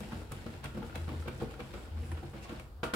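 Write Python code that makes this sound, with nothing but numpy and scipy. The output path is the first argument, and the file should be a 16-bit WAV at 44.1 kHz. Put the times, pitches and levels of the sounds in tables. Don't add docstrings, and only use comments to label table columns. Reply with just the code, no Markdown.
import sys
import numpy as np
from scipy import signal
from scipy.fft import rfft, irfft
from scipy.io import wavfile
from scipy.ndimage import uniform_filter1d

SR = 44100
rng = np.random.default_rng(int(sys.argv[2]) if len(sys.argv) > 2 else 0)


def bounce(signal):
    frames = np.transpose(np.atleast_2d(signal))
    limited = np.clip(frames, -1, 1)
    pcm = np.round(limited * 32767).astype(np.int16)
    wavfile.write(sys.argv[1], SR, pcm)


N = 130095

# start in seconds, relative level in dB, air-pocket pitch in Hz,
# splash offset in dB, decay in seconds.
FOLDS = [(0.003,-35,195,-21,0.015),(0.118,-34,230,-10.5,0.017),(0.159,-40.5,186,-14,.018),(0.212,-46.5,525,-6,0.012),(0.313,-38.5,480,-9.5,0.019),(0.459,-32.5,230.5,-13.5,0.012),(0.514,-51,319,-18,0.014),(0.644,-37.5,144,-6,0.017),(0.742,-37,200,-13.5,0.018),(0.769,-34,190,-14,0.019),(0.823,-35.5,464,-13.5,0.02),(0.953,-38.5,481,-13.5,0.025),(1.075,-34,174.5,-16,0.024),(1.114,-35.5,234.6,-35,0.022),(1.256,-38,481,-11,0.0099),(1.273,-33,490,-11,.016),(1.401,-40.5,142,-6,0.011),(1.417,-27.5,465,-21,0.0093),(1.425,-37,305,-20,.01),(1.59,-34.5,480,-13,.019),(1.734,-40.5,550,-6.5,0.027),(1.768,-44,320,-7.5,0.02),(1.848,-48,531,-4,0.006),(1.966,-48,207,-5.5,0.013),(2.027,-43,470,-13,.011),(2.115,-40.5,320,-12,0.012),(2.168,-46,300,-2,0.016),(2.227,-37.5,330,-17,0.012),(2.331,-39.5,463,-12,0.024),(2.493,-41.5,227.5,-5.5,0.027),(2.518,-38,305,-15,.016),(2.595,-46.5,507,-18,0.0075)]
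# time in seconds, relative level in dB.
STIRRING = [(0,-56),(.07,-59.5),(.14,-55.5),(.22,-61),(.28,-65),(.35,-58.5),(.46,-59),(.55,-58),(.62,-65.5),(.68,-63),(.72,-71),(.78,-61.5),(.84,-61),(1.0,-60.5),(1.05,-61),(1.1,-58),(1.24,-61),(1.3,-60.5),(1.37,-60.5),(1.42,-53.5),(1.46,-61),(1.52,-60),(1.57,-64),(1.62,-62),(1.69,-59.5),(1.76,-58.5),(1.83,-61.5),(1.91,-65),(2.03,-60),(2.15,-61.5),(2.21,-66),(2.27,-60.5),(2.32,-70),(2.37,-55.5),(2.41,-64.5),(2.445,-53.5),(2.475,-61),(2.51,-59.5),(2.58,-58.5),(2.64,-81),(2.72,-84),(2.82,-88)]
# frequency in Hz, relative gain in dB.
BATTER_COLOUR = [(60, -25), (130, 0.5), (230, -1.5), (400, -3), (520, -2.5), (640, -12), (820, -14.5),
                 (1100, -20.5), (3000, -41.5)]
WIRE_COLOUR = [(2500, -31), (5000, -2), (6400, -1), (7500, 3), (11000, 0.5), (16000, -9)]
# frequency in Hz, correlation (1 is identical).
LIKENESS = [(30, 0.76), (150, 0.93), (350, 0.83), (700, 0.75), (1400, 0), (3000, 0.11), (16000, 0)]


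def slops():
    # frequency in Hz, relative gain in dB.
    splash_colour = [(300, -32), (600, -12), (900, -2.5), (1400, 4.5), (1900, -6.5), (2800, -7),
                     (5000, -17.5), (16000, -61)]
    rise_s = 0.0059
    push, splash = np.zeros((2, 2, N))
    for s, db, _, splash_db, decay_s in FOLDS:
        add(push, s, amp(db - 6) * burst(rise_s, decay_s))
        add(splash, s, amp(db + splash_db - 2) * burst(rise_s, decay_s))
    return colour(push, BATTER_COLOUR) + colour(splash, splash_colour)


def pockets():
    glide_per_s = 1
    out, t = np.zeros((2, N)), np.arange(SR // 5) / SR
    for s, db, hz, _, _ in FOLDS:
        tone = np.sin(2 * np.pi * hz * (t + glide_per_s * t ** 2 / 2))
        peak_s = 0.0099 * (hz / 300) ** -0.58
        envelope = 2 * t / peak_s * np.exp(-t / peak_s)
        add(out, s, amp(db - 5.5) * tone * envelope)
    return out


def ticks():
    # start in seconds, relative level in dB, treble offset in dB.
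    strikes = [(0.0034,-44,-8),(0.0323,-43,-27),(0.1165,-50,-21),(0.3187,-40,-6.5),(0.6408,-35.5,-12),(0.6564,-37,-39),(0.8637,-53,-6.5),(0.8959,-50.5,-26),(0.9548,-34,-16),(0.9747,-45,-14),(1.0902,-43.5,-23),(1.2237,-50.5,-18),(1.2811,-36.5,-18.5),(1.5088,-45.5,-15),(1.538,-47.5,-24),(1.6021,-37.5,-29),(1.7374,-42,-19),(2.1156,-47.5,-8.5),(2.4923,-41,-24),(2.596,-41,-15)]
    # frequency in Hz, relative gain in dB.
    body_colour = [(200, -21), (600, 6.5), (1400, 0.5), (1900, -2), (2600, -1), (3600, -6), (6000, -18.5),
                   (9000, -26.5)]
    # frequency in Hz, relative level in dB, seconds to fall 60 dB.
    wall_modes = [(1395, -2.5, .05), (2323, 0.5, 0.033), (2685, -11.5, 0.032), (3348, -4.5, 0.033)]
    slide_s, decay_s = 0.014, 0.0041
    wall = ring(wall_modes)[None, :SR // 8]
    body, treble, rings = np.zeros((3, 2, N))
    for s, db, treble_db in strikes:
        add(body, s - slide_s, amp(db - 11.5) * burst(slide_s, decay_s))
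        add(body, s, amp(db - 3) * burst(0.002, decay_s))
        add(treble, s, amp(db + treble_db + 1.5) * burst(0.0012, decay_s))
        rung = signal.fftconvolve(burst(0.0007, decay_s, size=1024), wall, axes=1)
        add(rings, s, amp(db - 18) * rung / np.std(rung[:, :SR // 50]))
    return colour(body, body_colour) + colour(treble, WIRE_COLOUR) + rings


def knocks():
    # start in seconds, relative levels of blow and rattle in dB, rattle delay in seconds.
    hits = [(2.8312, -29.5, -49.5, .006), (2.9358, -27.5, -41, .001)]
    # frequency in Hz, relative gain in dB.
    blow_colour = [(70, -17), (200, -3), (500, 3), (750, -3), (1400, 1.5), (1900, -10.5), (2700, -9),
                   (4500, -16.5), (6000, -25), (16000, -43)]
    # frequency in Hz, relative level in dB, seconds to fall 60 dB.
    bowl_modes = [(243, -4.5, 0.21), (307, -8, 0.11), (494, 0, 0.087), (609, -13, .12), (932, -8, 0.34),
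                  (1190, -13, 0.2), (1414, -2, 0.13), (2310, -13, .12)]
    blow, rings, rattle = np.zeros((3, 2, N))
    for s, db, rattle_db, delay_s in hits:
        add(blow, s, amp(db) * burst(rise_s=0.0012, decay_s=0.016))
        add(rings, s, amp(db - 6.5) * ring(bowl_modes))
        add(rattle, s + delay_s, amp(rattle_db) * burst(rise_s=0.0009, decay_s=0.019))
    return colour(blow, blow_colour) + rings + colour(rattle, WIRE_COLOUR)


def stirring():
    # frequency in Hz, relative gain in dB.
    swish_colour = [(400, -6), (800, 5), (1100, -12.5), (1450, 2), (1800, -1.5), (2600, -1.5), (4500, -7.5),
                    (6300, -18), (16000, -40)]
    fizz_colour = [(3000, -31), (5000, 1), (6400, -5), (7400, 1), (10000, -3.5), (13000, -9.5),
                   (16000, -22.5)]
    # time in seconds, relative level in dB.
    fizz_levels = [(0,-66),(.21,-66.5),(.29,-77),(.35,-69),(0.539,-69.5),(.62,-75),(.68,-68),(0.729,-73),(.775,-68),(.81,-80),(.87,-66),(.93,-73),(1.0,-66.5),(1.13,-72.5),(1.2,-64.5),(1.26,-73),(1.41,-65.5),(1.46,-72.5),(1.53,-68),(1.58,-78),(1.63,-69),(1.76,-69.5),(1.84,-69),(1.92,-78.5),(2.05,-67),(2.125,-74),(2.2,-72.5),(2.27,-72.5),(2.411,-71.5),(2.44,-64),(2.47,-81),(2.5,-67.5),(2.61,-72),(2.68,-81),(2.8,-110)]
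    t = np.arange(N) / SR
    stir_db = np.interp(t, *np.transpose(STIRRING))
    fizz_db = np.interp(t, *np.transpose(fizz_levels))
    effort_db = stir_db + 63
    swish = colour(grains() * amp(stir_db + 0.5), swish_colour)
    fizz = colour(grains() * amp(fizz_db + 1.5), fizz_colour)
    churn = colour(grains() * amp(0.5 * effort_db - 57), BATTER_COLOUR)
    return swish + fizz + churn


def grains(per_s=3500, spread_db=2.5):
    sizes = amp(spread_db * np.minimum(rng.exponential(1, N), 4))
    popping = rng.random(N) < per_s / SR
    return unit_rms(spread(sizes * popping * rng.standard_normal((2, N))))


def bubbles(small_per_s=160, low_hz=598, high_hz=4590):
    # start in seconds, pitch in Hz, relative level in dB.
    large_bubbles = [(.119,900,-42),(.822,850,-37),(0.828,1315,-45),(0.896,1404,-43),(.927,1420,-41.5),(1.09,1144,-40),(1.15,1420,-44),(1.224,1340,-43.5),(1.278,1406,-42),(1.411,1200,-48),(1.415,806,-34),(1.54,1410,-45),(2.116,1795,-42.5),(2.118,970,-40.5),(2.229,764,-40.5),(2.505,1125,-41)]
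    out = np.zeros((2, N))
    for s, hz, db in large_bubbles:
        add(out, s, amp(db) * ping(hz, decay_s=0.0052))
    for when, pitch, size in rng.random((round(small_per_s * N / SR), 3)):
        s = when * N / SR
        hz = low_hz * (high_hz / low_hz) ** pitch
        db = np.interp(s, *np.transpose(STIRRING)) + 0.5 + 9.5 * size ** 2
        add(out, s, amp(db) * ping(hz, decay_s=7.6 / hz))
    return out


def ping(hz, decay_s, glide_per_s=1.37):
    t = np.arange(SR // 16) / SR
    phase = 2 * np.pi * hz * (t + glide_per_s * t ** 2 / 2)
    lag = (2 * rng.random() - 1) * np.arccos(at_hz(LIKENESS, hz))
    return np.sin([phase + lag, phase - lag]) * np.minimum(t / 0.00096, 1) * np.exp(-t / decay_s)


def scrapes():
    # middle and half length in seconds, relative level in dB, centre in Hz,
    # half width in octaves.
    slips = [(2.06,.022,-68,9400,.15),(2.12,0.015,-66,9600,0.16),(2.44,0.012,-60,5500,.5),(2.43,0.02,-60.5,2650,.12),(1.77,.04,-72,7400,.12)]
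    out, t = np.zeros((2, N)), np.arange(-4096, 4096) / SR
    hz = np.fft.rfftfreq(len(t), 1 / SR) + 1
    for s, half_s, db, centre_hz, octaves in slips:
        band = np.exp(-0.5 * (np.log2(hz / centre_hz) / octaves) ** 2)
        hiss = unit_rms(irfft(rfft(noise(len(t))) * band))
        add(out, s + t[0], amp(db) * hiss * np.exp(-0.5 * (t / half_s) ** 2))
    return out


def shoves(rise_s=0.011):
    # start in seconds, relative level in dB.
    strokes = [(0.134,-39),(.2,-47),(.31,-40),(0.461,-41),(0.634,-38.5),(.755,-47),(0.826,-47),(1.265,-47),(1.32,-44),(1.40,-40.5),(2.234,-41),(2.51,-50)]
    # frequency in Hz, relative level in dB, seconds to fall 60 dB.
    table_modes = [(57.3, -1.5, 0.3), (90.6, 1, .3), (135.4, 0.5, 0.22)]
    out, thud = np.zeros((2, N)), ring(table_modes)
    thud *= np.minimum(np.arange(len(thud)) / SR / rise_s, 1)
    for s, db in strokes:
        add(out, s, amp(db) * thud)
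    return out


def drone(fade_s=0.027):
    # time in seconds, pitch in Hz, relative level in dB.
    swells = [
        [(0.93, 84.7, -43), (0.972, 80.3, -45), (1.02, 83.6, -37.5), (1.098, 81.4, -45.5), (1.216, 81, -38.5),
         (1.27, 80.2, -52)],
        [(1.89, 80.1, -58), (1.922, 79.9, -42.5), (2.006, 80.5, -36.5), (2.056, 82.3, -48.5), (2.132, 81, -36),
         (2.24, 78, -51)],
    ]
    out, t = np.zeros(N), np.arange(N) / SR
    for swell in swells:
        s, hz, db = np.transpose(swell)
        fade = np.clip(np.minimum(t - s[0], s[-1] - t) / fade_s, 0, 1)
        phase = 2 * np.pi * np.cumsum(np.interp(t, s, hz)) / SR
        out += fade * amp(np.interp(t, s, db) + 1.5) * np.sqrt(2) * np.sin(phase)
    return out


def hum(waver_depth=0.26):
    # frequency in Hz, relative level in dB.
    tones = [(59.2, -54), (81, -60), (91, -62.5), (137, -66)]
    rumble_colour = [(20, -51.5), (30, -19), (39, 6.5), (60, -2), (90, 1), (130, -12), (200, -19),
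                     (500, -21.5), (1300, -22.5), (2200, -40.5), (4500, -35.5), (6000, -44.5), (16000, -42)]
    t = np.arange(N) / SR
    out = amp(-52.5) * colour(noise(N), rumble_colour)
    for hz, db in tones:
        waver = sum(np.cos(2 * np.pi * (rng.uniform(-3, 5.5) * t + rng.random())) for _ in range(12))
        tone = np.sqrt(2) * np.sin(2 * np.pi * (hz * t + rng.random()))
        out += amp(db) * (1 + waver_depth * unit_rms(waver)) * tone
    return out


def kitchen(x):
    # frequency in Hz, seconds to fall 60 dB.
    reverb_times = [(100, 0.25), (400, 0.44), (1500, 0.45), (5000, 0.36), (15000, 0.26)]
    # frequency in Hz, relative level in dB, seconds to fall 60 dB.
    room_modes = [(137.6, 5.5, 0.2), (200, -13.5, 0.067), (234, 1.5, 0.19), (310.7, -5, 0.41),
                  (359.7, 3.5, 0.12), (484, -7, 0.089)]
    size, build_s = SR // 2, 0.0072
    hz, t, bands = signal.stft(noise(size), SR, nperseg=256)
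    decay = amp(-60 * t / at_hz(reverb_times, hz)[:, None])
    tail = signal.istft(bands * decay, SR, nperseg=256)[1][:, :size]
    tail *= np.minimum(np.arange(size) / SR / build_s, 1)
    response = amp(-5.5) * tail / np.linalg.norm(tail[0])
    early = burst(rise_s=0.0015, decay_s=0.0062)
    add(response, 0, amp(-6.5) * early / np.linalg.norm(early[0]))
    response[:, 0] += 1
    spectrum = np.fft.fft(response)
    power = uniform_filter1d(abs(spectrum) ** 2, size=60, axis=1, mode="wrap")
    response = np.fft.ifft(spectrum * minimum_phase(-0.5 * np.log(power / power.mean()))).real
    return signal.fftconvolve(x, response + amp(-51.5) * ring(room_modes), axes=1)[:, :N]


def amp(db):
    return 10 ** (np.asarray(db) / 20)


def unit_rms(x):
    return x / np.sqrt(np.mean(x ** 2) + 1e-20)


def at_hz(points, hz):
    f, value = np.transpose(points)
    return np.interp(np.log(hz + 1), np.log(f + 1), value)


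def add(mix, s, sound):
    part = mix[:, max(round(s * SR), 0):][:, :sound.shape[-1]]
    part += sound[..., :part.shape[1]]


def minimum_phase(log_gain):
    return np.exp(np.conj(signal.hilbert(log_gain)))


def colour(x, points, size=4096):
    gain = amp(at_hz(points, abs(np.fft.fftfreq(size, 1 / SR))))
    taps = np.fft.ifft(minimum_phase(np.log(gain))).real[:size // 2]
    return signal.oaconvolve(x, taps[None] / np.linalg.norm(taps), axes=1)[:, :N]


def spread(x):
    spectra = rfft(x)
    same = at_hz(LIKENESS, np.fft.rfftfreq(x.shape[1], 1 / SR))
    mid = spectra[0] * np.sqrt((1 + same) / 2)
    side = spectra[1] * np.sqrt((1 - same) / 2)
    return irfft(np.array([mid + side, mid - side]), x.shape[1])


def noise(size):
    spectra = np.exp(2j * np.pi * rng.random((2, size // 2 + 1)))
    return unit_rms(spread(irfft(spectra, size)))


def burst(rise_s, decay_s, size=8192):
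    t = np.arange(size) / SR
    return noise(size) * np.minimum(t / rise_s, 1) * np.exp(-np.maximum(t - rise_s, 0) / decay_s)


def ring(modes):
    t = np.arange(SR // 2) / SR
    return sum(amp(db - 60 * t / t60) * np.sin(2 * np.pi * hz * t) for hz, db, t60 in modes)


def scene():
    gloops = pockets()
    room_share = amp(-7)
    bowl = slops() + ticks() + knocks() + stirring() + bubbles() + scrapes()
    direct = hum() + drone() + shoves() + (1 - room_share) * gloops
    return direct + kitchen(bowl + room_share * gloops)


def record(dry):
    # frequency in Hz, left minus right in dB.
    balance = [(60, 1.5), (180, 0.5), (700, 0.5), (1400, 0.1), (3000, 1), (5500, -1), (9000, 0.5),
               (14000, 5.5)]
    tilt_db = at_hz(balance, np.fft.rfftfreq(N, 1 / SR)) / 2
    heard = irfft(rfft(dry) * amp([tilt_db, -tilt_db]), N)
    lowpass = signal.firwin(511, cutoff=15900, window=("kaiser", 9), fs=SR)
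    return signal.oaconvolve(heard, lowpass[None], "same")


dry = scene()
out = record(dry)
bounce(out)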